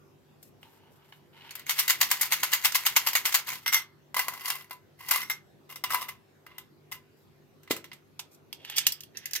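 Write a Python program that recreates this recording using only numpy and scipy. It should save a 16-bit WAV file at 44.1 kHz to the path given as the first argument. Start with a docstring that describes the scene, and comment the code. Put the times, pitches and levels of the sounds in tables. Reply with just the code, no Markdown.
"""A tin of mints

A small tin of hard mints is lifted from a board, shaken, turned over, popped open and tipped.
Mints land in bunches, strike singly and slide between blows. Each impact excites the modes of the
sheet metal, whose pitch and damping depend on how the tin is held. The lid opens with a puff of air.
The sound reaches two close microphone ports, over the noise and hum of a quiet room."""
import sys
import numpy as np
from scipy import signal
from scipy.fft import rfft, irfft, next_fast_len
from scipy.io import wavfile
from scipy.ndimage import uniform_filter1d

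SR = 44100
rng = np.random.default_rng(int(sys.argv[2]) if len(sys.argv) > 2 else 0)


def transcribe(u):
    """Save the signal u as a 16-bit wav file named by the first command-line argument.

    u: samples, shape (n,) or (channels, n), limited to [-1, 1]; the rate is SR.
    q: integer samples, one column per channel.
    """
    v = np.clip(np.atleast_2d(u).T, -1, 1)
    q = np.round(v * 32767).astype(np.int16)
    wavfile.write(sys.argv[1], SR, q)


N = 414540

AIR_SPECTRUM = [(25, -38), (50, -30.5), (95, -7.5), (260, -9), (400, -11.5), (750, -17.5), (1100, -21.5),
                (1600, -24), (4000, -30.5), (10500, -41), (12500, -32), (15500, -42)]  # room noise: f/Hz, relative density/dB
AIR_COHERENCE = [(30, 0.48), (400, 0.16), (8000, 0.074)]  # its likeness left and right: f/Hz, coherence
HUM_LINES = [(98, -81.5), (147, -75), (345, -81.5), (392, -78.5)]  # machine tones: f/Hz, level of the wavering part/dB
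ROOM_DECAY = [(400, 0.35), (12000, 0.11)]  # reverberation time: f/Hz, T60/s
PORT_BALANCE = [(950, -0.5), (1900, -3), (3800, -4.5), (7000, -9.5), (9500, -4), (11500, 11), (15000, 10.5)]  # colouring by the ports: f/Hz, left minus right/dB
PORT_COHERENCE = [(300, 0.94), (1500, 0.82), (4000, 0.13)]  # likeness of the ring at both ports: f/Hz, coherence
HAND_DRIFT = [(1.5, 3), (8.5, 1), (9.4, -1)]  # the hands carry the tin from left to right: t/s, left minus right/dB

SHEET_SPECTRUM = [(300, -44.5), (800, -19), (1030, 6), (2000, -6.5), (2750, -0.5), (5500, -6.5),
                  (11100, -8), (12700, -1.5), (14600, -7), (15700, -18.5)]  # countless close modes of the sheet: f/Hz, relative density/dB
SHEET_DECAY = [(500, 0.019), (2000, 0.2), (13000, 0.13)]  # their ring time: f/Hz, T60/s
FACE_BOOM = [(.45, -44.5), (.65, 0.5), (1.3, -8), (1.55, -11.5), (2.15, -6.5), (3.35, -5.5), (3.7, -2),
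             (4.2, -1.5), (4.3, 7), (4.45, -6.5), (4.7, 3), (5.2, -5.5), (5.9, 1.5), (6.1, 2), (8.2, -9.5),
             (8.5, -18), (9.4, -35)]  # how freely the flat faces boom as the grip changes: t/s, low-band gain/dB
# Distinct modes of the tin: f/Hz, relative level/dB, T60/s
RESTING_MODES = [(906, 16, 0.02), (2120, 3, 0.012), (2940, 8, 0.008)]  # pressed on the board
SHUT_MODES = [(1009.4, -7.5, 0.23), (1090, 9, 0.021), (2038, 6.5, 0.055), (2766, -5, 0.12),
              (5125, -5.5, 0.035)]  # lid shut
FLIPPED_MODES = [(2097, 6.5, 0.088), (5700, 2.5, 0.09)]  # bottom up, the free face pings
OPEN_MODES = [(897, 17, 0.016), (4710, 9.5, 0.0083), (5890, 10, 0.0095), (2547, 6, 0.019),
              (3304, 12, 0.022)]  # lid open
PALM_MODES = [(1840, 9, 0.027), (1990, -7.5, 0.03)]  # air caught between tin and palm

LID_BRUSHES = [(0.424, 0.486, -56), (0.614, 0.781, -59.5), (0.914, 0.97, -59), (1.045, 1.178, -60),
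               (7.17, 7.237, -63), (8.319, 8.35, -52.5)]  # fingertips on the lid: start/s, end/s, level/dB
# Mints sliding, fingers and board rubbing: start/s, end/s, first level/dB, last level/dB
RUB_SPELLS = [(0.618, 1.246, -55, -61.5), (1.335, 1.6, -43.5, -38), (1.667, 3.392, -35.5, -38.5),
              (3.475, 3.527, -30, -35.5), (4.206, 4.554, -44.5, -45.5), (4.992, 5.16, -47.5, -27),
              (5.945, 6.005, -30, -41), (6.477, 6.534, -57, -48), (8.595, 8.718, -49, -39),
              (8.72, 8.94, -32.5, -43), (9.153, 9.4, -41, -47)]
WALL_HITS = [(1.705, -20.5, 0.008), (1.798, -20, 0.0082), (1.904, -20.5, .011), (2.032, -20, 0.013),
             (2.12, -25, 0.0093), (2.231, -20, 0.0096), (2.332, -21, 0.0075), (2.44, -20, 0.0055),
             (2.537, -18, 0.0094), (2.658, -19.5, 0.0076), (2.756, -21, 0.008), (2.872, -20, 0.0074),
             (2.97, -20.5, 0.0061), (3.079, -20, 0.0076), (3.165, -20.5, 0.0072), (3.274, -22, 0.012),
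             (3.355, -18, 0.0059), (3.678, -33.5, 0.0092), (3.751, -19, 0.016), (4.19, -20, 0.013),
             (4.352, -39.5, 0.0076), (4.411, -37.5, 0.008), (4.5, -24, .028), (5.138, -28, 0.022),
             (5.311, -30, 0.0062), (5.72, -42, 0.014), (5.942, -29.5, 0.025), (6.03, -37.5, 0.0098),
             (6.094, -39.5, 0.0053), (6.936, -39.5, 0.01), (7.715, -29, 0.007), (8.198, -38.5, 0.0028),
             (8.781, -27.5, 0.01), (9.365, -33.5, 0.0083)]  # handfuls of mints thrown against a wall: t/s, level/dB, scatter/s
SINGLE_HITS = [(0.428, -51, 13), (0.63, -39, -12), (1.1241, -34, -27), (1.508, -35, 6.5),
               (1.5534, -27.5, 1.5), (1.5948, -36, 1.5), (1.793, -18.5, 8.5), (1.879, -18.5, -2),
               (1.904, -10, 1.5), (2.0107, -38, 2), (2.1133, -9, 1), (2.2134, -26, 17), (2.221, -22, -1),
               (2.3219, -11, 0.5), (2.4325, -13, -3), (2.529, -11.5, -24), (2.6478, -24, 2),
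               (2.7218, -21, 1), (2.753, -11.5, 1.5), (2.8626, -16.5, 0), (2.9636, -10, 1),
               (3.0665, -30, -2), (3.1319, -20.5, 1), (3.1533, -13.5, -5.5), (3.2587, -23.5, 5),
               (3.3246, -19, 1), (3.343, -11.5, 3), (3.6611, -15.5, -8), (3.678, -14, -1.5),
               (3.727, -16.5, -5), (4.144, -22, -3), (4.167, -14, -6), (4.283, -21, 3), (4.457, -32, 10),
               (4.482, -32, 11), (4.502, -16.5, 2.5), (4.709, -27, -1.5), (4.73, -42, 6.5),
               (5.0866, -27, 6.5), (5.1108, -11, 4), (5.2997, -18.5, -4), (5.7585, -31, 4),
               (5.8388, -14.5, -2), (5.91, -24.5, 3), (5.945, -14.5, 0), (6.4646, -36, -5.5),
               (6.5821, -31.5, 1), (7.633, -48.5, 2.5), (7.676, -37, -15.5), (7.7099, -13, -3),
               (7.765, -27.5, 0), (7.8423, -31.5, -4.5), (7.9164, -30.5, -21), (7.9313, -36, 0.5),
               (8.528, -30, -1.5), (8.649, -32, -7), (8.6987, -26, -3.5), (8.767, -34, 15),
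               (8.7825, -16, 5), (8.8674, -15.5, 9), (8.922, -37.5, 17), (9.0063, -45, 12.5),
               (9.035, -44, 7), (9.1718, -34, 6), (9.2571, -27, 2.5), (9.31, -37, 3.5), (9.3338, -27.5, 9),
               (9.358, -31, 6)]  # single mints and finger taps: t/s, level/dB, edge-band gain/dB

LIFT_S, POP_S, SWING_S, TIP_S = 1.5, 7.708, 8.05, 9.1  # tin lifted, lid popped, lid wide, tin tipped
TUMBLE_S, LOOSE_S = (1.66, 6.2), (3.64, 7.5)  # spans: shaken and turned; held lightly by the rim
FLIP_S = 4.0, 5.22, 5.6  # righted, bottom up again, righted again
RING_SAMPLES = 14000
SIDE = np.array([[.5], [-.5]])  # splits a difference between left and right


def gain_of(db):
    """Amplitude ratio: a factor of ten for every 20 dB."""
    return 10 ** (np.asarray(db) / 20)


def at_hz(points, hz):
    """Interpolation of a table on a logarithmic frequency axis."""
    f, value = np.transpose(points)
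    return np.interp(np.log(hz + 1), np.log(f + 1), value)


def cohere(a, b, coherence, hz):
    """Partial coherence: the right channel shares a part of the left one's noise."""
    shared = np.clip(at_hz(coherence, hz), 0, 1)[:, None]
    return np.array([a, shared * a + np.sqrt(1 - shared ** 2) * b])


def dying_noise(t60, size, colour=((1, 0), (2, 0))):
    """Modal overlap: dense modes merge into noise, each band decaying exponentially at its own rate."""
    hz, t, (a, b) = signal.stft(rng.standard_normal((2, size)), SR, nperseg=128)
    envelope = gain_of(at_hz(colour, hz)[:, None] - 60 * t / at_hz(t60, hz)[:, None])
    out = signal.istft(cohere(a, b, PORT_COHERENCE, hz) * envelope, SR, nperseg=128)[1][:, :size]
    return out / np.linalg.norm(out[0])


def air(level_db=-61.5, patchy_db=2.5):
    """Ambient noise: a weakly coherent field whose bands flicker slightly in level."""
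    frames, hz = N // 512 + 5, np.fft.rfftfreq(2048, 1 / SR)
    a, b, c, d, patches = rng.standard_normal((frames, 1025, 5)).T
    patches = uniform_filter1d(uniform_filter1d(patches, 20, 0), 8, 1)
    envelope = gain_of(at_hz(AIR_SPECTRUM, hz)[:, None] - patchy_db * patches / patches.std())
    spectra = cohere(a + 1j * b, c + 1j * d, AIR_COHERENCE, hz) * envelope
    noise = signal.istft(spectra, nperseg=2048, noverlap=1536)[1][:, :N]
    return gain_of(level_db) * noise / noise.std()


def hum(width_hz=12, steady=2.9):
    """Narrow-band modulation: the tones of a far machine waver in amplitude and phase."""
    t, out = np.arange(N) / SR, 0
    for hz, db in HUM_LINES:
        slow = uniform_filter1d(rng.standard_normal((2, N // 100 + 2)), round(SR / 100 / width_hz))
        a, b = (np.interp(t, np.arange(len(v)) * 100 / SR, v / v.std()) for v in slow)
        phase = 2 * np.pi * hz * t
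        out = out + gain_of(db) * ((steady + a) * np.cos(phase) + b * np.sin(phase))
    return out


def room(x, tail_db=-12):
    """Reverberation: a short diffuse tail follows the direct sound, different for each source point."""
    tail = gain_of(tail_db) * np.pad(dying_noise(ROOM_DECAY, size=10000), ((0, 0), (200, 0)))
    return signal.fftconvolve(x, tail + signal.unit_impulse(10200), axes=1)


def lid_pop(level_db=-17.5, hz=329, rise_s=0.001, decay_s=0.0016):
    """Monopole radiation: the lid snaps off and the air puffs; pressure is the derivative of flow."""
    t = np.arange(3000) / SR
    flow = np.sin(2 * np.pi * hz * t) * (1 - np.exp(-t / rise_s)) * np.exp(-t / decay_s)
    pressure = np.gradient(flow)
    puff = room(gain_of(level_db) * np.array([pressure, pressure]) / pressure.max())
    return np.pad(puff, ((0, 0), (round(POP_S * SR), N)))[:, :N]


def radiate(vibration, cutoff_hz=460, left_lead_s=8e-5):
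    """Radiation: a small box sends little bass to the ports. Returns boom, body and edge bands."""
    f = np.fft.rfftfreq(16384, 1 / SR)
    delay_s = (.5 - SIDE) * left_lead_s
    ports = gain_of(SIDE * at_hz(PORT_BALANCE, f)) * np.exp(-2j * np.pi * f * delay_s)
    jf = 1j * f / cutoff_hz
    heard = rfft(room(vibration), 16384) * ports * (jf / (1 + jf)) ** 3
    boom = 1 / (1 + (f / 1500) ** 10)
    edge = 1 / (1 + (4300 / (f + 1)) ** 6)
    return irfft(np.array([boom, 1 - boom - edge, edge])[:, None] * heard)[..., :RING_SAMPLES]


def ring(modes, modes_db, slack, spot_db=3.5, lumpy_db=5, tick_s=0.0048, tick_db=10):
    """Impulse response of one spot on the tin: a tick, the dense ring of the sheet and distinct modes."""
    # The grip detunes the sheet a little; slack, lidless walls stray further and ring shorter.
    detune, ring_share = (.07, .74) if slack else (.017, 1)
    t = np.arange(4000) / SR
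    hz, db, t60 = np.transpose(modes)[:, :, None]
    hz = hz * (1 + detune * rng.standard_normal(hz.shape))
    envelopes = gain_of(db + spot_db * rng.standard_normal(hz.shape) - 60 * t / t60)
    distinct = (envelopes * np.sin(2 * np.pi * hz * t)).sum(0) / np.sqrt(SR / 100)
    grid_hz = np.geomspace(300, 16000, num=48)  # each spot favours other groups of modes
    colour_db = at_hz(SHEET_SPECTRUM, grid_hz) + lumpy_db * rng.standard_normal(grid_hz.shape)
    sheet = dying_noise(np.array(SHEET_DECAY) * [1, ring_share], len(t), np.transpose([grid_hz, colour_db]))
    tick = 1 + gain_of(tick_db) * np.exp(-t / tick_s)
    return radiate(sheet * tick + gain_of(modes_db) * distinct)


def impacts(t, db, edge_db, late_s, size_db):
    """Impulsive excitation: times, levels by band (boom, body, edge) and a random spot for each blow."""
    tone_db = np.array([np.interp(t, *np.transpose(FACE_BOOM)), 0 * t, edge_db + 0 * t])
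    band_db = (db + tone_db)[..., None] + size_db
    return (t[:, None] + late_s).ravel(), band_db.reshape(3, -1), rng.random(late_s.shape).ravel()


def slides(per_s=800, rise_db_per_s=1198, fall_db_per_s=177, patchy_db=3.0):
    """Stick-slip friction: a patter of tiny slips, harder and less even while the tin tumbles."""
    t = np.sort(rng.random(round(per_s * N / SR))) * N / SR
    db = brush_db = -np.inf
    for start, end, first_db, last_db in RUB_SPELLS:
        fade_db = rise_db_per_s * np.maximum(start - t, 0) + fall_db_per_s * np.maximum(t - end, 0)
        db = np.maximum(db, np.interp(t, [start, end], [first_db, last_db]) - fade_db)
    knots_s = np.arange(0, N / SR + 1, .03)  # the slips come in fits and starts
    db = db + patchy_db * np.interp(t, knots_s, rng.standard_normal(knots_s.shape))
    for start, end, level_db in LID_BRUSHES:
        brush_db = np.maximum(brush_db, level_db - rise_db_per_s * abs(t - np.clip(t, start, end)))
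    tumbling = (t > TUMBLE_S[0]) & (t < TUMBLE_S[1])
    spread_db = np.where(tumbling, 4.0, 1.5)[:, None]
    size_db = spread_db * np.minimum(rng.exponential(1, (len(t), 1)), 4)
    edge_db = np.maximum(np.where(tumbling, -2, -18), brush_db - db)  # brushing stirs the edges alone
    return impacts(t, db, edge_db, np.zeros_like(size_db), size_db)


def clinks(count=4, blow_db=7, chatter_s=.004, chatter_db=-5):
    """Rebound: one blow, then a chatter of contacts, the later the weaker."""
    rebound = np.arange(count) > 0
    late = rng.exponential(1, (len(SINGLE_HITS), count)) * rebound
    size_db = blow_db + rebound * chatter_db - 3 * late
    return impacts(*np.transpose(SINGLE_HITS), chatter_s * late, size_db)


def bunches(count=40, each_db=-4.0, spread_db=7.5, thinning_db=3.5, front=0.94):
    """Random arrivals: many mints land around one moment, hardest in the thick of it, stragglers lightly."""
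    t, db, scatter_s = np.transpose(WALL_HITS)
    late = rng.gamma(4, .5, (len(t), count)) - 1.5
    late = abs(late + front) - front  # folding makes the onset abrupt
    force_db = spread_db * np.minimum(rng.exponential(1, late.shape), 3) / (1 + np.maximum(late, 0))
    size_db = each_db + force_db - thinning_db * abs(late)
    return impacts(t, db, edge_db=0, late_s=1.9 * scatter_s[:, None] * (late - .2), size_db=size_db)


def tin(spots=12):
    """Linear superposition: each impact is convolved with the response of its spot in the current hold."""
    t, band_db, spot = (np.concatenate(v, axis=-1) for v in zip(bunches(), clinks(), slides()))
    polarity = np.where(spot * 100 % 1 < .5, 1, -1)
    blows = gain_of(band_db) * polarity
    onset = np.clip((t * SR).astype(int), 0, N - 1)
    gripped = np.array(SHUT_MODES) * [1, 1, 0.43]  # a firm grip shortens the ring
    tipped = OPEN_MODES[:4] + PALM_MODES
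    # Successive holds: modes, their gain over the dense ring/dB
    holds = [(RESTING_MODES, 4.8), (gripped, 0.35), (FLIPPED_MODES, 1.9), (SHUT_MODES, 1.9),
             (FLIPPED_MODES, 1.9), (SHUT_MODES, 1.9), (gripped, 2.6), (OPEN_MODES, 2.3), (tipped, 1.4)]
    hold_of = np.searchsorted([LIFT_S, LOOSE_S[0], *FLIP_S, LOOSE_S[1], SWING_S, TIP_S], t)
    out = np.zeros((2, N))
    for hold, (modes, modes_db) in enumerate(holds):
        now = hold_of == hold
        first, last = onset[now].min(), onset[now].max() + 1
        length = next_fast_len(last - first + RING_SAMPLES)
        spectrum = 0
        for k in range(spots):
            here = now & ((spot * spots).astype(int) == k)
            trains = np.array([np.bincount(onset[here] - first, b[here], last - first) for b in blows])
            response = ring(modes, modes_db, slack=t[now].min() > POP_S)
            spectrum = spectrum + (rfft(trains, length)[:, None] * rfft(response, length)).sum(0)
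        part = irfft(spectrum, length)[:, :N - first]
        out[:, first:first + part.shape[1]] += part
    return out


def scene():
    """Sound pressures add: the tin, placed by level difference, its lid and the room's background."""
    drift_db = np.interp(np.arange(N) / SR, *np.transpose(HAND_DRIFT))
    return tin() * gain_of(SIDE * drift_db) + lid_pop() + air() + hum()


def record(dry, cutoff_hz=15900):
    """Band limiting: a linear-phase low-pass removes the highest treble."""
    lowpass = signal.firwin(511, cutoff_hz, window=("kaiser", 9), fs=SR)
    return signal.oaconvolve(dry, lowpass[None], "same")


dry = scene()
out = record(dry)
transcribe(out)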